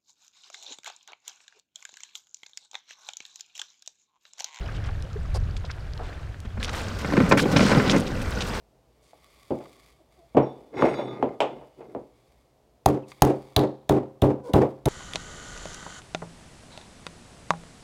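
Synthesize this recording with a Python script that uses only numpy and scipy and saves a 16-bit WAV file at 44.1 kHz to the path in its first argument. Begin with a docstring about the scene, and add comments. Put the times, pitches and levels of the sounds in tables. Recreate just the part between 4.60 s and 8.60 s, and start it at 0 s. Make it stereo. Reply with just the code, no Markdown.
"""A wooden rowing boat is shoved down a pebble beach over log rollers, in the open air.
At first we hear low wind, lapping water and a few steps, all from afar.
After two seconds we are close by: boots dig into the pebbles, then the keel (the beam under the boat)
judders over the logs and the hull knocks on them. Near three seconds the boat splashes afloat.
The knocking ends, leaving wind, foamy water and a few last crunches."""
import sys
import numpy as np
from scipy import signal
from scipy.fft import rfft, irfft, next_fast_len
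from scipy.io import wavfile
from scipy.ndimage import map_coordinates

SR = 44100
rng = np.random.default_rng(int(sys.argv[2]) if len(sys.argv) > 2 else 0)


def unload_audio(sound):
    """Save the sound as a 16-bit wav file, at the path given as the first command line argument."""
    columns = np.transpose(np.atleast_2d(sound))
    # keep every value between -1 and 1, then stretch to whole-number steps
    steps = np.round(np.clip(columns, -1, 1) * 32767)
    wavfile.write(sys.argv[1], SR, steps.astype(np.int16))


N = 176400  # four seconds of samples
T = np.arange(N) / SR
CLOSE_FROM_S = 1.998  # the listener moves from far to near
BUBBLES_PER_S, BUBBLE_CYCLES = 800, 14.4  # "cycles" counts the vibrations a sound takes to die away
DROPS_PER_S, DROP_CYCLES = 130, 51
STONES_PER_S, STONE_CYCLES, CLICK_CYCLES = 3500, 10.3, 4.4
SLIPS_PER_S, CATCHES_PER_S, SLIDE_FADE_DB_PER_S = 220, 600, 17.5
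CONTACT_RATIO = 1.94  # a knock favours pitches up to this many times above or below its own

# How wind, water and foam rise and fall. Each row: time in seconds, relative level in dB.
WIND_LEVELS = [(0.0, -33), (0.83, -30.5), (1.24, -35.5), (1.82, -36), (1.96, -31.5), (2.39, -36),
               (2.74, -37.5), (4.0, -32)]
FAR_WATER_LEVELS = [(0.0, -40.5), (0.114, -42.5), (0.282, -46.5), (0.616, -46.5), (1.332, -47),
                    (1.506, -42.5), (1.796, -52), (1.96, -51)]
NEAR_WATER_LEVELS = [(2.02, -44.5), (2.052, -44.5), (2.184, -44), (2.62, -42.5), (3.178, -36),
                     (3.248, -36.5), (3.392, -39.5), (3.618, -46), (3.816, -40), (4.0, -41)]
FOAM_LEVELS = [(2.02, -76), (2.058, -79), (2.178, -48), (2.246, -64), (2.664, -54.5), (2.736, -68),
               (2.94, -51), (3.182, -52.5), (3.414, -57), (3.596, -58), (4.0, -53)]
# How deep or bright each one sounds. Each row: frequency in Hz, relative level in dB.
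WIND_TONE = [(12, -18), (20, 1.5), (64, 4), (99, 1), (140, -6.5), (193, -15), (271, -25.5), (353, -43),
             (400, -33.5), (520, -36), (880, -120)]
SEA_TONE = [(300, -1), (2000, 5.5), (7000, -5.5), (15500, -20)]
FAR_WATER_TONE = [(150, -47), (250, -3), (273, 4), (624, 1), (978, -6.5), (1590, -3.5), (1920, -10),
                  (4030, -17), (4630, -19.5), (15500, -47)]
NEAR_WATER_TONE = [(120, -21), (200, 2), (293, -5), (333, -4), (515, -4), (702, -10), (1010, -13),
                   (1190, -8.5), (1300, -13.5), (1480, -8), (1780, -17), (5200, -22), (15500, -48.5)]
FOAM_TONE = [(2000, -9), (6000, -1), (8500, 4), (10500, -12), (13000, -1), (15500, -12)]
# Water plops in the far-off shore water, and the keel groans as it slows on a log. Each row: start in seconds,
# # length in seconds, pitch in Hz, level in dB, bend as a share of the pitch (below 0 it falls).
WATER_PLOPS = [(0.431, 0.076, 483, -42.5, 0.28), (0.556, 0.028, 410, -29, .06)]
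KEEL_GROANS = [(2.628, 0.043, 192, -15, -0.17)]
# Boots and timber crunch the pebbles. Each row: start in seconds, length in seconds, level in dB,
# middle pitch in Hz, spread of the pitches from 0 to 1.
PEBBLE_CRUNCHES = [(0.144, 0.028, -49, 3500, 0.33), (0.238, 0.044, -44, 1880, 0.71),
                   (0.287, 0.0081, -37.5, 1270, 0.51), (0.743, 0.029, -43, 4870, 0),
                   (0.743, 0.032, -50, 9050, 0.12), (.746, 0.026, -34, 603, 0.52),
                   (0.742, 0.027, -46, 2000, 0.57), (.964, .013, -47.5, 4700, 0.37),
                   (1.041, 0.0046, -36, 750, 0.4), (1.049, 0.014, -45.5, 3970, 0.22),
                   (1.095, 0.013, -40, 1620, 0), (1.104, 0.013, -45, 4700, 0.17),
                   (1.39, .045, -39, 764, 0.31), (1.429, 0.061, -50.5, 2200, 0.65),
                   (1.848, 0.013, -48, 1510, 0.77), (1.97, .012, -40, 910, 0.5),
                   (2.027, 0.029, -36.5, 4200, 0.45), (2.077, 0.0075, -34, 2760, 0.57),
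                   (2.091, 0.0039, -28.5, 2830, 0.54), (2.129, 0.092, -35.5, 2580, 0.81),
                   (2.691, 0.012, -36.5, 8200, 0.3), (2.718, 0.008, -26, 4800, 0.23),
                   (2.773, 0.015, -22.5, 2180, 0.48), (2.79, .012, -20.5, 2130, 0.4),
                   (2.773, .06, -32.5, 6250, .5), (2.387, .035, -42, 4520, 0.62),
                   (2.916, .018, -34.5, 4200, 0.67), (2.963, 0.0091, -21, 3680, 0.26),
                   (2.973, 0.15, -32, 4540, 0.31), (3.254, 0.034, -34, 3200, 0.33),
                   (3.294, 0.029, -26.5, 4270, 0.31), (3.361, 0.027, -39, 5300, 0.38),
                   (3.465, 0.018, -38.5, 3970, 0.42), (3.614, 0.017, -41, 5900, 0.6),
                   (3.805, 0.02, -30.5, 3720, 0.38), (3.864, 0.032, -43, 6100, .5),
                   (3.881, .1, -39, 1300, 0.34), (3.93, .008, -30.5, 1390, 0.64),
                   (3.945, 0.033, -37.5, 3830, 0.7)]
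# Single pebbles click. Each row: start in seconds, level in dB, pitch in Hz.
PEBBLE_CLICKS = [(0.224, -34, 1500), (.291, -45, 2600), (0.424, -31, 5840), (0.531, -36, 5000),
                 (.746, -34, 5130), (0.759, -29, 5270), (0.967, -27, 3570), (1.101, -28, 1730),
                 (1.114, -27, 4340), (1.183, -35, 1700), (1.335, -33, 4000), (1.377, -31.5, 3460),
                 (1.448, -35, 1700), (1.744, -33.5, 1710), (1.803, -33.5, 6800), (2.029, -17.5, 2820),
                 (2.046, -16, 3830), (2.092, -37, 3130), (2.284, -23.5, 4800), (3.148, -15, 3240),
                 (3.278, -20, 3600), (3.298, -7.5, 3000), (3.401, -24.5, 8350), (3.407, -26, 7640),
                 (3.708, -26.5, 10200)]
# The main notes that struck wood rings with.
# Each row: pitch in Hz, relative level in dB, seconds to fade by 60 dB.
HULL_NOTES = [(105.6, -2.5, 0.15), (153, -7, 0.05), (201.6, -3, 0.16), (232.5, -0.5, 0.11),
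              (278.3, 2, 0.088), (396, -5.5, 0.056), (482, -1.5, 0.049), (558, -8, 0.16)]
PLANK_NOTES = [(559, -6, 0.11), (635, -4, 0.054), (817, -10.5, 0.05), (1035, -3.5, 0.083),
               (1362, -8.5, 0.11), (1529, -1.5, 0.071), (1803, -12, 0.1), (2065, -10, 0.046),
               (2150, -5, 0.04), (2424, -4, 0.03)]
# The wood's many other notes blur into noise. Each row: frequency in Hz, relative level in dB.
HULL_BLUR = [(40, -14), (90, -7), (150, 14.5), (260, 2.5), (350, 1), (520, -1.5), (750, -5.5), (1500, -23),
             (5000, -47)]
PLANK_BLUR = [(150, 6), (450, 16), (800, 14), (1500, 13), (2400, 8), (3200, -2), (5500, -9.5), (9000, -20),
              (16000, -71)]
# The keel slides on the logs.
# Each row: time in seconds, relative levels in dB of the hull's rumble and of the planks' rasp.
SLIDE_LEVELS = [(2.36, -55, -54), (2.494, -32.5, -38.5), (2.676, -31.5, -31.5), (2.78, -25, -46),
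                (3.078, -29.5, -24), (3.164, -22.5, -25), (3.22, -25, -31), (3.344, -32, -28),
                (3.412, -33.5, -42.5), (3.6, -37.5, -38)]
# The hull hits a log. Each row: start in seconds, relative levels in dB of the boom and of the clack,
# pitch in Hz that the boom favours.
HULL_KNOCKS = [(1.848, -34, -52, 200), (1.976, -35, -45, 150), (2.446, -27, -28, 110),
               (2.523, -24, -29.5, 221), (2.535, -19, -28, 350), (2.568, -26, -22.5, 300),
               (2.576, -10.5, -26.5, 232), (2.602, -10, -23.5, 225), (2.712, -24, -17, 560),
               (2.721, -11, -12, 630), (2.733, -11.5, -25.5, 403), (2.747, -18, -36, 560),
               (2.772, -23, -26, 170), (2.835, -20.5, -38, 220), (2.855, -15, -33.5, 560),
               (2.924, -18, -50, 129), (2.961, -11, -21.5, 193), (2.966, -23, -20, 202),
               (2.993, -19, -20.5, 130), (3.006, -12.5, -23, 330), (3.026, -16, -35, 332),
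               (3.047, -13, -43, 151), (3.104, -22, -22.5, 450), (3.116, -15.5, -21.5, 403),
               (3.125, -24, -25, 259), (3.149, -16.5, -25, 201), (3.181, -22, -51, 250),
               (3.198, -20, -22, 330), (3.313, -22.5, -32, 230), (3.333, -20, -29, 258),
               (3.343, -15.5, -26, 400), (3.352, -22, -33, 262), (3.362, -13.5, -27.5, 266),
               (3.390, -22, -40, 151)]


def amp(db):
    """Turn decibels into a number to multiply a sound by."""
    return 10 ** (np.asarray(db) / 20)


def unit(x):
    """Scale a sound so its average strength (rms) is 1."""
    return x / np.sqrt(np.mean(x ** 2) + 1e-20)


def curves(rows):
    """Join timed rows with straight lines: one curve for each column after the time."""
    times, *columns = np.transpose(rows)
    return [np.interp(T, times, column) for column in columns]


def wobble(turns_per_s):
    """A smooth curve that wanders at random."""
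    return map_coordinates(rng.standard_normal(512), [T * turns_per_s], mode="wrap")


def add(track, start_s, sound):
    """Mix a sound into the track."""
    i = max(round(start_s * SR), 0)
    track[i:i + len(sound)] += sound[:max(N - i, 0)]


def shaped(x, tone):
    """Give a sound the bass and treble of a table, at strength 1."""
    size = next_fast_len(len(x) + 2048)
    hz, db = np.transpose(tone)
    gain = amp(np.interp(np.log(np.fft.rfftfreq(size, 1 / SR) + 1), np.log(hz), db))
    return unit(irfft(rfft(x, size) * gain, size)[:len(x)])


def pings(starts_s, hz, strengths, cycles, samples=400):
    """Many tiny tones added up, each starting softly and dying fast."""
    k = np.arange(samples)
    turns = np.clip(hz, 100, 14000)[:, None] * k / SR
    swell = 1 - np.exp(-(turns / 0.61) ** 2)
    fade = np.exp(-np.log(1000) * turns / cycles) * (1 - k / samples)
    tones = strengths[:, None] * np.sin(2 * np.pi * turns) * swell * fade
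    positions = (starts_s * SR).astype(int)[:, None] + k
    return np.bincount(positions.ravel(), tones.ravel())


def glides(rows):
    """Short tones that swell, bend in pitch and fade: plops or groans."""
    out = np.zeros(N)
    for start, length, hz, db, bend in rows:
        progress = np.arange(int(length * SR)) / (length * SR)
        swell = np.sin(np.pi * np.sqrt(progress)) ** 2
        phase = 2 * np.pi * np.cumsum(hz * (1 + bend * progress)) / SR
        add(out, start, amp(db) * swell * np.sin(phase))
    return out


def wind():
    """Air flutters against the microphone with a low rumble."""
    level_db = curves(WIND_LEVELS)[0] + 2 + 1.8 * wobble(7.8)
    return amp(level_db) * shaped(rng.standard_normal(N), WIND_TONE)


def distant_sea():
    """The far-off sea is a faint, steady hiss."""
    return amp(-59.5) * shaped(rng.standard_normal(N), SEA_TONE)


def bubbles(per_s=BUBBLES_PER_S, cycles=BUBBLE_CYCLES):
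    """Bubbles of every size ring at random moments."""
    when, smallness, faintness = rng.random((int(per_s * N / SR), 3)).T
    hz = 600 * 22 ** smallness
    strengths = hz / np.sqrt(0.04 + faintness)
    ringing = pings(when * N / SR, hz, strengths, cycles, samples=800)
    return unit(np.pad(ringing, (0, SR))[:N])


def wash(tone, bubble_db, drop_db, swell_db):
    """Moving water: a soft rush full of tiny bubbles, with some clearer drops."""
    fizz = amp(bubble_db) * bubbles()
    drops = amp(drop_db) * bubbles(DROPS_PER_S, DROP_CYCLES)
    return shaped(rng.standard_normal(N) + fizz + drops, tone) * amp(swell_db * wobble(11))


def foam():
    """Foam fizzes: a bright, flickering hiss with bubbles in it."""
    fizz = rng.standard_normal(N) + amp(-8) * bubbles()
    level_db = curves(FOAM_LEVELS)[0] - 0.5 + 1.8 * wobble(25)
    return amp(level_db) * shaped(fizz, FOAM_TONE)


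def water():
    """Faint lapping from afar, then splash and foam around the hull from close by."""
    far = wash(FAR_WATER_TONE, bubble_db=-4, drop_db=-5, swell_db=0.82)
    far *= amp(curves(FAR_WATER_LEVELS)[0] - 1.5)
    near = wash(NEAR_WATER_TONE, bubble_db=-7, drop_db=-7, swell_db=1.5)
    near *= amp(curves(NEAR_WATER_LEVELS)[0] + 6)
    return np.where(T < CLOSE_FROM_S, far, near + foam())


def crunch(length_s, hz, spread):
    """Stones hit each other in a brief shower that weakens as it goes."""
    count = int(max(STONES_PER_S * length_s, 4))
    progress, lag = rng.random(count), rng.exponential(size=count)
    starts = progress * length_s + 0.003 * lag  # late stones leave a short tail
    pitches = hz * np.exp(spread * np.clip(rng.standard_normal(count), -2, 2))
    strengths = rng.choice([-1, 1], count) * np.exp(-lag / 2) * amp(-4 * progress)
    shower = pings(starts, pitches, strengths, STONE_CYCLES)
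    return shower / np.sqrt(np.sum(shower ** 2) / (length_s * SR))


def click(hz):
    """One struck pebble rings very briefly at four nearby pitches."""
    offsets = np.linspace(-1, 1, 4) + 0.77 * rng.standard_normal(4)
    ring = pings(0.001 * rng.random(4), hz * np.exp(0.14 * offsets), np.ones(4), CLICK_CYCLES)
    return ring / np.abs(ring).max()


def pebbles():
    """The beach crunches and clicks under boots and timber."""
    out = np.zeros(N)
    for start, length, db, hz, spread in PEBBLE_CRUNCHES:
        add(out, start, amp(db) * crunch(length, hz, spread))
    for start, db, hz in PEBBLE_CLICKS:
        add(out, start, amp(db) * click(hz))
    return signal.lfilter(*signal.butter(1, 12700, fs=SR), out)  # the pebbles' top treble is softened


def wood(notes, blur_tone, blur_s, blur_db):
    """Struck wood rings with a few clear notes over a quickly dying blur of others."""
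    t = np.arange(SR // 5) / SR
    fade = lambda seconds: np.exp(-np.log(1000) * t / seconds)
    even_start = lambda x: x / np.sqrt(np.mean(x[:SR // 100] ** 2))  # strength 1 in the first 10 ms
    clear = sum(amp(db + 2 * rng.normal()) * np.sin(2 * np.pi * (hz * t + rng.random())) * fade(ring_s)
                for hz, db, ring_s in notes)
    blur = shaped(rng.standard_normal(len(t)), blur_tone) * fade(blur_s)
    onset = 1 - np.exp(-t / 0.00041)
    return even_start((even_start(clear) + amp(blur_db) * even_start(blur)) * onset)


def boom():
    """The whole hull rings, deep and hollow."""
    return wood(HULL_NOTES, HULL_BLUR, blur_s=0.058, blur_db=1)


def clack(blur_db=0):
    """The planks ring, higher than the hull."""
    return wood(PLANK_NOTES, PLANK_BLUR, blur_s=0.038, blur_db=blur_db)


def judder(ring, per_s, scatter_db, contacts=4):
    """Uneven slips at several points of contact, each ringing the wood in its own way."""
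    out = np.zeros(N)
    for _ in range(contacts):
        slips = rng.random(N) < per_s / contacts / SR
        strengths = amp(scatter_db * np.clip(rng.standard_normal(N), -2, 2))
        out += signal.oaconvolve(slips * strengths, ring())[:N]  # one ring for every slip
    return unit(out)


def keel():
    """The keel sticks and slips along the logs, so the hull rumbles and the planks rasp."""
    rumble_db, rasp_db = curves(SLIDE_LEVELS)
    rumble = amp(rumble_db + 3.5) * judder(boom, SLIPS_PER_S, scatter_db=2)
    rasp = amp(rasp_db - 2) * judder(lambda: clack(blur_db=10), CATCHES_PER_S, scatter_db=3.5)
    outside_slide_s = np.abs(T - np.clip(T, SLIDE_LEVELS[0][0], SLIDE_LEVELS[-1][0]))
    return amp(-SLIDE_FADE_DB_PER_S * outside_slide_s) * (rumble + rasp)


def knocks():
    """The hull drops and bumps on the logs; each spot it hits brings out different notes."""
    out = np.zeros(N)
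    for start, boom_db, clack_db, hz in HULL_KNOCKS:
        contact = signal.butter(2, [hz / CONTACT_RATIO, hz * CONTACT_RATIO], "bandpass", fs=SR)
        thud = signal.lfilter(*contact, boom())
        add(out, start, amp(boom_db) * thud + amp(clack_db) * clack())
    return out


def scene():
    """Wind, boat and shore together, the same in both ears."""
    air = wind()
    boat = knocks() + keel() + glides(KEEL_GROANS)
    shore = pebbles() + water() + glides(WATER_PLOPS) + distant_sea()
    mono = air + boat + shore
    return np.array([mono, mono])


def record(dry):
    """Round off the highest peaks and remove the very top treble."""
    ceiling, top_hz = 0.95, 15850
    rounded = dry / (1 + np.abs(dry / ceiling) ** 6) ** (1 / 6)
    size = next_fast_len(N + 4096)
    kept = np.fft.rfftfreq(size, 1 / SR) < top_hz
    return irfft(rfft(rounded, size) * kept, size)[:, :N]


dry = scene()
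out = record(dry)
unload_audio(out)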